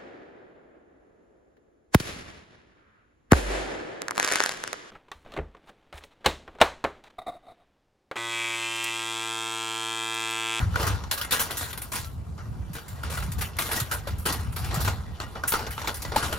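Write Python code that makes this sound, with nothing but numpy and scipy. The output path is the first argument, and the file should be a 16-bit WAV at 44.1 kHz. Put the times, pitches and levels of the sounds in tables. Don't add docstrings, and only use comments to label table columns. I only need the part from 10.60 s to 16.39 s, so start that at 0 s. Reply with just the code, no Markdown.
import sys
import numpy as np
from scipy import signal
from scipy.fft import rfft, irfft, next_fast_len
from scipy.io import wavfile

SR = 44100
rng = np.random.default_rng(int(sys.argv[2]) if len(sys.argv) > 2 else 0)


def bounce(signal):
    frames = np.transpose(np.atleast_2d(signal))
    limited = np.clip(frames, -1, 1)
    pcm = np.round(limited * 32767).astype(np.int16)
    wavfile.write(sys.argv[1], SR, pcm)


N = 255294

# (time [s], mid-band level [dB], brightness [dB], chatter T60 [s])
SHOVES = [(0.155, -35, -23, 0.24), (0.2285, -29.5, -13, 0.061), (0.2672, -29, 7, 0.11),
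          (0.4376, -36.5, -17, 0.035), (0.511, -26, 9.5, 0.2), (0.576, -31, 10, 0.11),
          (0.612, -31.5, 8, 0.15), (0.647, -39, 1.5, 0.08), (0.7076, -28.5, 15, 0.24),
          (0.9067, -34, 2.5, 0.21), (0.969, -35, 31, 0.28), (1.0084, -36, 3.5, 0.42),
          (1.105, -47, 25, 0.18), (1.1293, -35.5, 11, 0.073), (1.1754, -35, 8.5, 0.087),
          (1.217, -37.5, 12, 0.16), (1.3175, -35, 5.5, 0.41), (1.354, -33.5, 5.5, 0.25),
          (1.445, -45.5, 14, 0.15), (1.777, -51.5, -42, 0.27), (2.132, -44, 24, 0.17),
          (2.15, -40, -3, 0.29), (2.279, -48, 13, 0.34), (2.429, -41.5, -8, 0.55), (2.496, -37.5, 3, 0.61),
          (2.523, -37.5, -5, 0.18), (2.572, -38.5, 0, 0.2), (2.623, -39.5, 0, 0.23),
          (2.7179, -39, 12, 0.12), (2.781, -43, 6, 0.31), (2.967, -42, 4, 0.076),
          (2.9862, -27.5, 5.5, 0.23), (3.0195, -34.5, 2.5, 0.39), (3.055, -39, 0, 0.94),
          (3.088, -39, -12, 0.16), (3.112, -28.5, 3, 0.31), (3.161, -32, 1, 0.22), (3.1995, -31, 14, 0.11),
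          (3.3347, -35, 1.5, 0.12), (3.472, -38, -4.5, 0.2), (3.582, -52.5, 38, 0.34),
          (3.686, -34, -8, 0.45), (3.725, -32.5, 18, 0.085), (3.7894, -45, -1, 0.32),
          (3.923, -44.5, 15, 0.12), (3.9604, -36, 3, 0.29), (4.0436, -40, 2, 0.16),
          (4.1076, -39.5, -32, 0.33), (4.142, -33, 3, 0.18), (4.203, -40.5, 34, 0.31),
          (4.2468, -33.5, 2, 0.28), (4.5994, -37.5, -14, 0.26), (4.7524, -45.5, -54, 0.29),
          (4.835, -40, -22, 0.22), (4.9194, -28.5, -2.5, 0.11), (4.935, -30.5, -26, 0.29),
          (4.991, -39.5, -39, 0.3), (5.0655, -38, -13, 0.16), (5.105, -39.5, 12, 0.29),
          (5.1777, -39, -10, 0.22), (5.215, -39, -11, 0.21), (5.244, -40, -33, 0.14),
          (5.273, -29.5, -11, 0.19), (5.342, -39, 34, 0.18), (5.419, -39.5, 27, 0.12),
          (5.4492, -37.5, -26, 0.067), (5.518, -40, -63, 0.23), (5.5593, -25.5, -7, 0.22),
          (5.624, -31, -6, 0.32), (5.725, -33.5, -6, 0.17)]
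# (time [s], mid-band level [dB], brightness [dB], chatter T60 [s])
DRAGS = [(0.196, -35, -16, 0.17), (0.719, -21.5, 5, 0.23), (0.792, -24, 9.5, 0.21), (2.807, -30.5, 6, 0.21),
         (3.31, -29.5, 3, 0.21), (3.653, -27, 2, 0.34), (4.273, -28, -25, 0.16), (4.874, -34.5, 47, 0.29)]
# (time [s], level before the rise [dB], pitch [Hz])
KNOCKS = [(0.142, -17, 1390), (0.158, -2.5, 1475), (0.5125, -9.5, 3400), (0.6141, -11, 3050),
          (0.7213, -5, 3600), (2.435, -13.5, 1410), (2.576, -13, 1440), (2.586, -17, 1350),
          (2.625, -21, 1350), (2.986, -12.5, 2170), (2.995, -13, 3650), (3.115, -18, 2350),
          (3.47, -19, 574), (4.28, -18, 950), (4.6015, -13, 4300), (4.837, -6, 1500), (4.921, -21, 950),
          (4.9215, -11, 4270), (4.938, -13, 4240), (4.937, -13, 1010), (4.991, -16, 870),
          (5.177, -21.5, 880), (5.243, -16.5, 914), (5.273, -12, 2250), (5.274, -12, 3680),
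          (5.562, -3.5, 870)]
# (time [s], mid-band level [dB], treble re mid [dB])
RUSTLE = [(0, -39.5, -10.5), (.1, -55, -10), (.22, -35.5, -3), (.48, -54.5, -12), (.9, -46.5, -8),
          (1.3, -60, 3), (1.6, -66.5, -4), (2.4, -57, -8), (3.1, -54.5, -21), (3.55, -58, -7.5),
          (3.9, -58.5, -3), (4.2, -42.5, -9), (4.45, -58, -7.5), (4.8, -58, -6), (5.1, -57.5, 5),
          (5.79, -43.5, -9.5)]
# (frequency [Hz], relative density [dB per Hz])
MESH_SPECTRUM = [(150, -2), (300, -2.5), (800, -2.5), (1600, -0.5), (2100, -7), (4500, -8), (6500, -10.5),
                 (8000, -7), (11000, -8), (13000, -11), (15500, -10.5)]
# (frequency [Hz], width [Hz], gain [dB])
WIRES = [(4020, 31, -2.5), (9500, 32, -13), (10850, 62, -0.5), (14600, 68, 9.5)]
# (frequency [Hz], width [Hz], gain [dB])
FRAME = [(459.6, 7, 3.5), (897, 390, -7), (1450, 130, -9.5)]
# (time [s], level [dB])
WIND_LEVEL = [(0, -26), (.1, -32), (.27, -30), (.55, -42.5), (1.5, -40.5), (1.8, -32), (2.11, -34),
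              (2.19, -48.5), (2.32, -35), (3.3, -34.5), (4.2, -30), (4.5, -32.5), (4.7, -39), (5.79, -38)]
# (frequency [Hz], relative density [dB per Hz])
WIND_SPECTRUM = [(15, -53), (30, -56), (47, -5), (77, 1), (130, -9), (250, -23), (500, -46), (1000, -104)]
# (time [s], envelope peak before the high-pass [dB], pitch [Hz])
PUFFS = [(0.025, -12, 70.4), (0.056, -16.5, 93), (0.196, -21.5, 66), (0.232, -18.5, 98), (0.3, -23.5, 112),
         (2.098, -29.5, 161), (2.578, -25, 98), (2.682, -25, 156), (3.213, -22, 121), (3.791, -22, 79),
         (4.172, -18.5, 144), (4.276, -17, 90)]
# (frequency [Hz], relative density [dB per Hz])
HUSH_SPECTRUM = [(150, 4), (300, -0.5), (1100, -6), (1600, -22), (2500, -31.5), (8000, -27), (11000, -29),
                 (15500, -62)]
# (frequency [Hz], phase lead of the left [rad], base left-right likeness [0..1])
PORTS = [(0, 0, .75), (400, 0, .9), (1100, .6, .85), (1700, 2.1, .6), (2000, -.1, .75), (3100, .9, .65),
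         (4300, .2, .35), (5000, 1.2, .6), (5700, -.1, .55), (7000, 1.1, .6), (8000, 2.8, .8),
         (10900, .2, .97), (13000, -.1, .97), (13600, -.7, .8), (15800, -2.4, .85)]

CLAW_TREBLE_DB_PER_DB, PAW_BODY_DB_PER_DB = 0.27, 0.18
SHOVE_RISE_PER_T60, DRAG_RISE_S = 0.011, 0.008
FIRST_TICK_GAIN, FIRST_TICK_S = 0.29, 0.0021
KNOCK_T60_CYCLES, KNOCK_RISE_CYCLES = 25.5, 4.2
CRACK_RE_KNOCK_DB, CRACK_T60_S = -27, 0.0072
RUSTLE_BODY_RE_MID_DB = 3.5
BODY_HZ, TREBLE_HZ = 1480, 7180
STRAY_WIRES, STRAY_WIDTH_HZ, STRAY_DB, STRAY_SWING_DB = 30, 20, -6, 7
PUFF_PEAK_S = 0.0064
HUSH_DB = -50
CUTOFF_HZ = 15800


def trap():
    rattle = mesh_rattle()
    knocks_both_ports = knocks() * [[1], [0]]
    return rattle + wire_ring(rattle) + frame_ring(rattle) + knocks_both_ports


def mesh_rattle():
    power = rustle_power()
    add_bursts(power)
    add_cracks(power)
    bands = split(chatter(ticks_per_s=11000, spread_db=0.5, clumps_db=1.5, patchy_db=2.5))
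    return sum(np.sqrt(p) * band for p, band in zip(power, bands))


def rustle_power():
    mid_db, treble_re_mid_db = in_time(RUSTLE)
    return from_db([mid_db + RUSTLE_BODY_RE_MID_DB, mid_db, mid_db + treble_re_mid_db]) ** 2


def add_bursts(power):
    t = np.arange(SR // 2) / SR
    first_contact = 1 + FIRST_TICK_GAIN * np.exp(-t / FIRST_TICK_S)
    bursts = [(*row, first_contact * np.minimum(t / (SHOVE_RISE_PER_T60 * row[3]), 1)) for row in SHOVES]
    bursts += [(*row, np.minimum(t / DRAG_RISE_S, 1)) for row in DRAGS]
    for start_s, level_db, bright_db, t60_s, rise in bursts:
        at = round(start_s * SR)
        n = min(len(t), N - at)
        claw_db, paw_db = max(bright_db, 0), max(-bright_db, 0)
        body_db = PAW_BODY_DB_PER_DB * paw_db - claw_db
        treble_db = CLAW_TREBLE_DB_PER_DB * claw_db - paw_db
        band_db = level_db + np.array([[body_db], [0], [treble_db]])
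        envelope = from_db(-60 * t / max(t60_s, .01)) * rise
        power[:, at:at + n] += (from_db(band_db) * envelope[:n]) ** 2


def add_cracks(power):
    t = np.arange(SR // 2) / SR
    for start_s, level_db, _ in KNOCKS:
        at = round(start_s * SR)
        crack = from_db(level_db + CRACK_RE_KNOCK_DB - 60 * t / CRACK_T60_S)
        power[1:, at:at + len(t)] += crack[:N - at] ** 2


def knocks():
    out, t = np.zeros(N), np.arange(SR // 2) / SR
    for start_s, level_db, hz in KNOCKS:
        at = round(start_s * SR)
        knock = np.sin(2 * np.pi * hz * t) * from_db(-60 * t * hz / KNOCK_T60_CYCLES)
        knock *= np.minimum(t * hz / KNOCK_RISE_CYCLES, 1)
        out[at:at + len(t)] += from_db(level_db) * knock[:N - at]
    return out


def chatter(ticks_per_s, spread_db, clumps_db, patchy_db):
    sizes = from_db(spread_db * np.minimum(rng.exponential(1, N), 4))
    born = rng.random(N) < ticks_per_s * from_db(clumps_db * drift(corner_hz=45)) / SR
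    ticks = coloured(sizes * born * rng.standard_normal((2, N)), MESH_SPECTRUM)
    size = next_fast_len(N)
    spectrum = rfft(ticks, size)
    hz = np.arange(1, size // 2 + 2) * SR / size
    thirds = np.clip(3 * np.log2(hz / 300), 0, 17)
    out = 0
    for k in range(18):
        share = np.maximum(1 - abs(thirds - k), 0)
        band = irfft(spectrum * share, size)[:, :N]
        out = out + from_db(patchy_db * drift(corner_hz=13.0)) * band
    return out


def wire_ring(rattle):
    out = 0
    for hz, width_hz, gain_db in WIRES:
        touch = from_db(1.7 * drift(corner_hz=11.0))
        out = out + from_db(gain_db) * ring(rattle * touch, hz, width_hz)
    stray_hz = np.geomspace(1200, 14500, num=STRAY_WIRES) * rng.uniform(.96, 1.04, STRAY_WIRES)
    for hz in stray_hz:
        touch = from_db(STRAY_DB + STRAY_SWING_DB * drift(corner_hz=7.8))
        out = out + ring(rattle * touch, hz, STRAY_WIDTH_HZ)
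    return out


def frame_ring(rattle):
    return sum(from_db(gain_db) * ring(rattle, hz, width_hz) for hz, width_hz, gain_db in FRAME)


def wind():
    level_db, = in_time(WIND_LEVEL)
    noise = coloured(rng.standard_normal((2, N)), WIND_SPECTRUM)
    out = noise * from_db(level_db + 3.2 * drift(corner_hz=10.8))
    t = np.arange(SR // 8) / SR
    envelope = (t / PUFF_PEAK_S) * np.exp(1 - t / PUFF_PEAK_S)
    for start_s, peak_db, hz in PUFFS:
        at = round(start_s * SR)
        out[0, at:at + len(t)] += from_db(peak_db) * np.sin(2 * np.pi * hz * t) * envelope
    return signal.sosfilt(signal.butter(2, 36, "high", fs=SR, output="sos"), out)


def hush():
    return from_db(HUSH_DB) * coloured(rng.standard_normal((2, N)), HUSH_SPECTRUM)


def ports(common_and_own, likeness):
    hz, lead_rad, alike = np.transpose(PORTS)
    size = next_fast_len(N)
    grid_hz = np.arange(size // 2 + 1) * SR / size
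    alike = np.interp(grid_hz, hz, alike) ** (1 / likeness)
    common, own = rfft(common_and_own, size)
    side = np.array([[1], [-1]])
    both = np.sqrt((1 + alike) / 2) * common + np.sqrt((1 - alike) / 2) * own * side
    shift = np.exp(.5j * np.interp(grid_hz, hz, lead_rad) * side)
    return irfft(both * shift, size)[:, :N]


def split(x):
    size = next_fast_len(N)
    grid_hz = np.arange(size // 2 + 1) * SR / size
    body = 1 / (1 + (grid_hz / BODY_HZ) ** 4)
    treble = 1 / (1 + (TREBLE_HZ / (grid_hz + 1)) ** 6)
    spectrum = rfft(x, size)
    return [rms_one(irfft(spectrum * share, size)[:, :N]) for share in (body, 1 - body - treble, treble)]


def ring(drive, hz, width_hz):
    r = np.exp(-np.pi * width_hz / SR)
    zeros = [(1 - r * r) / 2, 0, (r * r - 1) / 2]
    poles = [1, -2 * r * np.cos(2 * np.pi * hz / SR), r * r]
    return signal.lfilter(zeros, poles, drive + 1e-18)


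def drift(corner_hz):
    r = np.exp(-2 * np.pi * corner_hz * 40 / SR)
    noise = rng.standard_normal(N // 40 + 2002)
    slow = signal.lfilter([1], [1, -2 * r, r * r], noise)[2000:]
    return np.interp(np.arange(N) / 40, np.arange(len(slow)), rms_one(slow))


def coloured(x, spectrum):
    hz, db = np.transpose(spectrum)
    size = next_fast_len(N)
    grid_hz = np.maximum(np.arange(size // 2 + 1) * SR / size, 1)
    gain = from_db(np.interp(np.log(grid_hz), np.log(hz), db))
    return rms_one(irfft(rfft(x, size) * gain, size)[..., :N])


def in_time(rows):
    time_s, *columns = np.transpose(rows)
    return [np.interp(np.arange(N) / SR, time_s, c) for c in columns]


def rms_one(x):
    return x / np.sqrt(np.mean(x ** 2) + 1e-20)


def from_db(db):
    return 10 ** (np.asarray(db) / 20)


def scene():
    near = ports(trap(), likeness=0.99) * from_db([[.5], [-.5]])
    return near + ports(wind(), likeness=0.91) + ports(hush(), likeness=0.043)


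def record(dry):
    return signal.sosfilt(signal.ellip(10, .5, 70, CUTOFF_HZ, fs=SR, output="sos"), dry)


dry = scene()
out = record(dry)
bounce(out)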